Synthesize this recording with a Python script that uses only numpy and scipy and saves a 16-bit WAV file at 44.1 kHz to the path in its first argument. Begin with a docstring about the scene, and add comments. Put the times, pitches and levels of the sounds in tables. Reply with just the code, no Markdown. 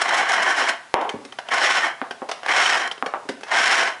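"""A power cord is hauled out of a vacuum cleaner in a carpeted room. The first, longest pull rasps
and snags over the outlet while the reel rattles the plastic casing. The reel cracks against its catch,
ducked by a limiter; cord and plug click, then thud on the carpet. Two shorter pulls follow, each
with a brief stick-slip squeal, then lighter knocks and clicks. More thuds lead into a fourth pull."""
import sys
import numpy as np
from scipy import signal
from scipy.fft import rfft, irfft
from scipy.io import wavfile
from scipy.ndimage import map_coordinates

SR = 44100
rng = np.random.default_rng(int(sys.argv[2]) if len(sys.argv) > 2 else 0)


def wav_out(sig):
    """Save sig, one row per channel (or a flat mono array), as 16-bit PCM at SR to the path in sys.argv[1]."""
    wavfile.write(sys.argv[1], SR, np.round(np.clip(np.atleast_2d(sig).T, -1, 1) * 32767).astype(np.int16))


N = 176400
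T = np.arange(N) / SR
EVENT_T = T[:SR // 4]


def amp(db):
    """Decibels to gain."""
    return 10 ** (np.asarray(db) / 20)


def unit_rms(x):
    """Scales to rms 1."""
    return x / np.sqrt(np.mean(x ** 2) + 1e-20)


def curve_at(points, hz):
    """Interpolates a table on a log-frequency axis."""
    point_hz, value = np.transpose(points)
    return np.interp(np.log(hz + 1), np.log(point_hz), value)


def add(mix, start_s, sound):
    """Mixes a sound in at start_s."""
    part = mix[max(round(start_s * SR), 0):][:len(sound)]
    part += sound[:len(part)]


def colour(x, spectrum, tilt_db_per_oct=0, size=4096):
    """Minimum-phase filter of unit energy with the given spectrum, tilted above 500 Hz."""
    hz = abs(np.fft.fftfreq(size, 1 / SR))
    log_gain = np.log(amp(curve_at(spectrum, hz) + tilt_db_per_oct * np.log2(np.maximum(hz, 500))))
    response = np.exp(np.conj(signal.hilbert(log_gain)))
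    taps = np.fft.ifft(response).real[:size // 2]
    return signal.fftconvolve(x, taps / np.linalg.norm(taps))[:len(x)]


def wobble(rate_hz=14.6):
    """Slow random motion of rms 1."""
    hz = np.fft.rfftfreq(N, 1 / SR)
    spectrum = rfft(rng.standard_normal(N)) * hz / (hz + 10) / (1 + (hz / rate_hz) ** 2)
    return unit_rms(irfft(spectrum, N))


def bump(centre_s, length_s):
    """Gaussian envelope of peak 1."""
    return np.exp(-(2 * (T - centre_s) / length_s) ** 2)


# Room tone spectrum: freq_hz, gain_db
ROOM_TONE_SPECTRUM = [(25, -30), (90, 22.5), (280, 6.5), (1000, 7.5), (2000, 5.5), (5000, -1),
                      (11000, -7.5)]

def room_tone():
    """Steady, bass-heavy background noise."""
    return amp(-48.5) * colour(rng.standard_normal(N), ROOM_TONE_SPECTRUM)


# Room decay: freq_hz, t60_s
ROOM_DECAY = [(100, 0.52), (300, 0.39), (1000, 0.49), (3000, 0.36), (10000, 0.27)]

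def room(x, delay_s=0.0025, early_db=0.5, early_s=0.0089, sway_hz=1.3):
    """Sparse reflections that die sooner in the treble and shift as the microphone moves."""
    out, t = np.zeros(N), T[:SR]
    for position in range(4):
        taps = rng.choice([-1., 1.], SR) * (rng.random(SR) < .1) * (t > delay_s)
        taps *= 1 + amp(early_db) * np.exp(-t / early_s)
        hz, frame_s, frames = signal.stft(taps, SR, nperseg=256)
        decay = amp(-60 * frame_s / curve_at(ROOM_DECAY, hz)[:, None])
        tail = signal.istft(frames * decay, SR, nperseg=256)[1]
        crossfade = np.maximum(np.cos(2 * np.pi * (sway_hz * T - position / 4)), 0)
        out += signal.fftconvolve(x * crossfade, tail / np.linalg.norm(tail))[:N]
    return out


def ring(modes, pitch=1):
    """One decaying sine per mode; pitch multiplies the frequencies."""
    return sum(amp(db - 60 * EVENT_T / t60_s) * np.sin(2 * np.pi * freq * pitch * EVENT_T)
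               for freq, db, t60_s in modes)


# Modes of a soft blow: pitch_ratio, level_db, t60_s
SOFT_MODES = [(1, 0, 0.046), (1.4, 3.5, 0.022), (1.9, -10, 0.05)]

def thud(pitch_hz, rise_s=0.0036):
    """A soft blow with a low, short ring."""
    return ring(SOFT_MODES, pitch_hz) * (1 - np.exp(-EVENT_T / rise_s))


# Landings: start_s, level_db, pitch_hz
CARPET_THUDS = [(1.14, -13, 286), (1.142, -18, 111), (1.252, -23.5, 282), (3.253, -27.5, 288),
                (3.2927, -9, 269)]

def carpet_thuds():
    """Slack cord and plug land on the carpet."""
    out = np.zeros(N)
    for start_s, level_db, pitch_hz in CARPET_THUDS:
        add(out, start_s, amp(level_db) * thud(pitch_hz))
    return out


# Crack of the hardest reel knock, then cord and plug clicks:
# start_s, level_db, chatter_s, tilt_db_per_oct, ping_db
CRACK_AND_CLICKS = [(0.9411, -3, 0.00045, -2.5, -9), (1.012, -30, .003, -1.5, -7),
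                    (1.0926, -23.5, 0.0036, -2.5, 4.5), (1.250, -37.5, 0.0032, 1.5, -33),
                    (1.3237, -35, 0.0031, -1.5, 3), (1.3867, -26, 0.003, -2.5, -0.5),
                    (1.4871, -29.5, 0.0028, -1.5, 2.5), (2.109, -22.5, 0.0031, -4, -14),
                    (2.289, -24.5, 0.0053, -3, -10), (2.314, -23, 0.0035, 0, -39),
                    (2.4323, -26, 0.0012, -3.5, -17), (2.4619, -19.5, 0.0019, -2.5, -31),
                    (2.914, -26, 0.0043, -2, 8), (2.979, -35.5, 0.0021, -4.5, 1),
                    (3.061, -23.5, 0.0041, -3, -9), (3.2886, -25, 0.0048, -0.5, -35),
                    (3.4088, -40, 0.0033, 0, -15), (3.433, -30, 0.0033, -2, -6),
                    (3.482, -39, 0.0037, -0.5, -15)]
# Chatter spectrum: freq_hz, gain_db
CLICK_SPECTRUM = [(60, -19), (300, -6), (700, 2), (1600, 1.5), (2600, -3), (3200, -3), (4500, -7),
                  (5500, -7), (7500, -15), (11000, -19)]

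def crack_and_clicks(ping_hz=3106, ping_t60_s=0.023):
    """One sharp crack, then hard plastic chattering for milliseconds; returns chatter and pings."""
    chatter, pings = np.zeros(N), np.zeros(N)
    ping = amp(3) * ring([(ping_hz, 0, ping_t60_s)])
    for start_s, level_db, chatter_s, tilt_db_per_oct, ping_db in CRACK_AND_CLICKS:
        age = EVENT_T / chatter_s
        burst = rng.standard_normal(len(age)) * np.sqrt(age) * np.exp(1 - age)
        add(chatter, start_s, amp(level_db) * colour(burst, CLICK_SPECTRUM, tilt_db_per_oct))
        add(pings, start_s, amp(level_db + ping_db) * ping)
    return chatter, pings


# Blows on the catch: start_s, level_db, pitch_hz, thump_db, rattle_db, rattle_decay_s
REEL_KNOCKS = [(0.9413, 26, 710, -38, -36, 0.041), (2.016, 3.5, 1130, -16.5, -32, 0.032),
               (2.2188, -5.5, 814, -9.5, -23.5, 0.024), (3.0255, 10, 990, -22, -33, 0.004),
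               (3.064, -3.5, 606, -34, -20, 0.0087), (3.1383, 3.5, 910, -37, -27.5, 0.029)]
# Clack spectrum: pitch_ratio, gain_db
CLACK_SPECTRUM = [(.1, -31), (.3, -2), (.6, 2.5), (1.35, 4.5), (1.9, -6.5), (2.8, -14.5), (4.2, -25),
                  (12, -82)]

def reel_knocks(thump_hz=271):
    """The reel hits its catch: a damped clack, a brief rattle and a thump."""
    out, impulse = np.zeros(N), EVENT_T == 0
    for start_s, level_db, pitch_hz, thump_db, rattle_db, rattle_decay_s in REEL_KNOCKS:
        rattle = amp(rattle_db) * rng.standard_normal(len(EVENT_T)) * np.exp(-EVENT_T / rattle_decay_s)
        clack = colour(impulse + rattle, [(ratio * pitch_hz, db) for ratio, db in CLACK_SPECTRUM])
        add(out, start_s, amp(level_db) * (clack + amp(thump_db) * thud(thump_hz)))
    return out


# Squeals on the outlet: centre_s, length_s, pitch_hz, level_db
CORD_SQUEALS = [(1.837, 0.028, 1826, -19), (2.663, 0.0044, 3080, -7.5)]

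def cord_squeals():
    """The cord sticks and slips at one pitch for a moment."""
    return sum(amp(level_db) * bump(centre_s, length_s) * np.sin(2 * np.pi * pitch_hz * T)
               for centre_s, length_s, pitch_hz, level_db in CORD_SQUEALS)


def slips(per_s, spread_db):
    """Friction: a dense train of tiny random slips, a few of them large."""
    size = amp(spread_db * np.minimum(rng.exponential(1, N), 5))
    return unit_rms(size * rng.choice([-1, 1], N) * (rng.random(N) < per_s / SR))


def drift(x, rms_share=0.01846):
    """Resonances wander in pitch as the cord shifts."""
    position = np.arange(N) + np.cumsum(rms_share * wobble())
    return map_coordinates(x, [position], order=3, mode="nearest")


# Strokes: start_s, end_s, rattle_db, speed_change_db, hiss_db, hiss_swell_db
HAND_STROKES = [(-.06, 0.695, -22, 1, -29, -3), (1.503, 1.871, -20.5, -1, -31.5, 11),
                (2.471, 2.85, -17.5, -7, -30.5, 15), (3.504, 3.884, -18.5, -4, -25.5, 9)]

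def hand_strokes(rise_s=0.016, creep_s=0.047, creep_db=-18.5, uneven_db=3.36):
    """An unsteady hand eases the cord out, then hauls; returns rattle and hiss envelopes."""
    run_out_db_per_s, hiss_stop_db_per_s = 249, 410
    rattle, hiss = np.zeros(N), np.zeros(N)
    unsteadiness = amp(uneven_db * np.tanh(wobble()))
    for start_s, end_s, rattle_db, speed_change_db, hiss_db, hiss_swell_db in HAND_STROKES:
        progress = np.clip((T - start_s) / (end_s - start_s), 0, 1)
        after_s = np.maximum(T - end_s, 0)
        creep = amp(creep_db) * np.clip((T - start_s) / creep_s + 1.27, 0, 1)  # leads the haul
        haul = np.clip((T - start_s) / rise_s, 0, 1)
        motion = np.maximum(haul, creep) * unsteadiness * amp(speed_change_db * progress)
        swell_db = hiss_swell_db * np.sin(np.pi * progress)
        rattle += motion * amp(rattle_db - run_out_db_per_s * after_s)
        hiss += motion * amp(hiss_db + swell_db - hiss_stop_db_per_s * after_s)
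    return rattle, hiss


# Catches on the outlet's edge: centre_s, length_s, level_db
CORD_SNAGS = [(0.022, 0.013, -16.5), (0.094, 0.0083, -22.5), (0.147, 0.015, -23.5), (0.184, 0.038, -25.5),
              (0.297, 0.015, -24.5), (.322, 0.0029, -20), (0.34, 0.026, -23), (0.431, 0.015, -22),
              (0.51, 0.042, -28.5), (0.593, 0.058, -27.5), (0.694, 0.016, -20.5), (1.543, 0.015, -24.5),
              (2.878, 0.0062, -29)]
# Cord hiss spectrum: freq_hz, gain_db
HISS_SPECTRUM = [(300, -15), (1500, 12), (3100, 5.5), (3500, 3.5), (4900, -3), (5500, 5), (6000, -4),
                 (6500, -3), (7800, -8.5), (11000, -17)]
# Casing rattle spectrum: freq_hz, gain_db
CASING_SPECTRUM = [(40, -73), (130, -23), (260, -6.5), (560, -6), (680, 3), (1000, 0.5), (1280, -2),
                   (1600, 3.5), (2200, 0), (2650, -15), (3150, -2), (3500, -26), (5500, -24), (11000, -37)]
# Casing resonances: freq_hz, level_db, t60_s
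CASING_MODES = [(1079, 5.5, 0.09), (1513, 10.5, 0.056), (1742, 3, 0.071), (4067, -3.5, 0.074)]

def cord_pulls():
    """The reel rattles the casing; the cord hisses over the outlet, brighter where it snags."""
    rattle_envelope, hiss_envelope = hand_strokes()
    snags = sum(amp(level_db) * bump(centre_s, length_s) for centre_s, length_s, level_db in CORD_SNAGS)
    drive = np.hypot(rattle_envelope, amp(5) * snags) * slips(per_s=2000, spread_db=2)
    rattle = amp(-1) * colour(drive, CASING_SPECTRUM)
    modes = ring(CASING_MODES)
    ringing = amp(-9.5) * signal.fftconvolve(drive, modes / np.linalg.norm(modes))[:N]
    hiss = colour(hiss_envelope * slips(per_s=2800, spread_db=2.5), HISS_SPECTRUM)
    scrape = colour(snags * rng.standard_normal(N), HISS_SPECTRUM, tilt_db_per_oct=3.5)
    return drift(rattle + hiss + scrape) + ringing


def scene():
    """Mono mix of sources, reflections and room tone; the close pings stay dry."""
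    chatter, pings = crack_and_clicks()
    cord = cord_pulls() + cord_squeals()
    knocks, thuds = reel_knocks(), carpet_thuds()
    casing_band = signal.butter(1, [440, 1270], "band", fs=SR, output="sos")
    radiated_knocks = signal.sosfilt(casing_band, knocks)
    echo = room(amp(-9) * cord + amp(-5) * radiated_knocks + amp(-5.5) * chatter + amp(-3.5) * thuds)
    return (cord + knocks + chatter + pings + thuds + echo + room_tone())[None]


def record(dry):
    """Low cut, a limiter whose brief lag lets the hardest knock overload, then a high cut."""
    low_cut_hz, high_cut_hz, ceiling = 280, 11030, .72
    threshold_db, slope, attack_s, recovery_db_per_s = -8, 0.67, 0.00021, 222
    x = signal.sosfilt(signal.butter(2, low_cut_hz, "high", fs=SR, output="sos"), dry)
    level_db = 20 * np.log10(abs(x[0]) + 1e-9)
    fall_db = T * recovery_db_per_s
    held_db = np.maximum.accumulate(level_db + fall_db) - fall_db
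    over_db = np.maximum(held_db - threshold_db, 0)
    lag = np.exp(-1 / (attack_s * SR))
    duck_db = slope * signal.lfilter([1 - lag], [1, -lag], over_db)
    clipped = ceiling * np.tanh(x * amp(-duck_db) / ceiling)
    high_cut = signal.firwin(401, high_cut_hz, window=("kaiser", 8), fs=SR)
    return signal.oaconvolve(clipped, high_cut[None], "same")


dry = scene()
out = record(dry)
wav_out(out)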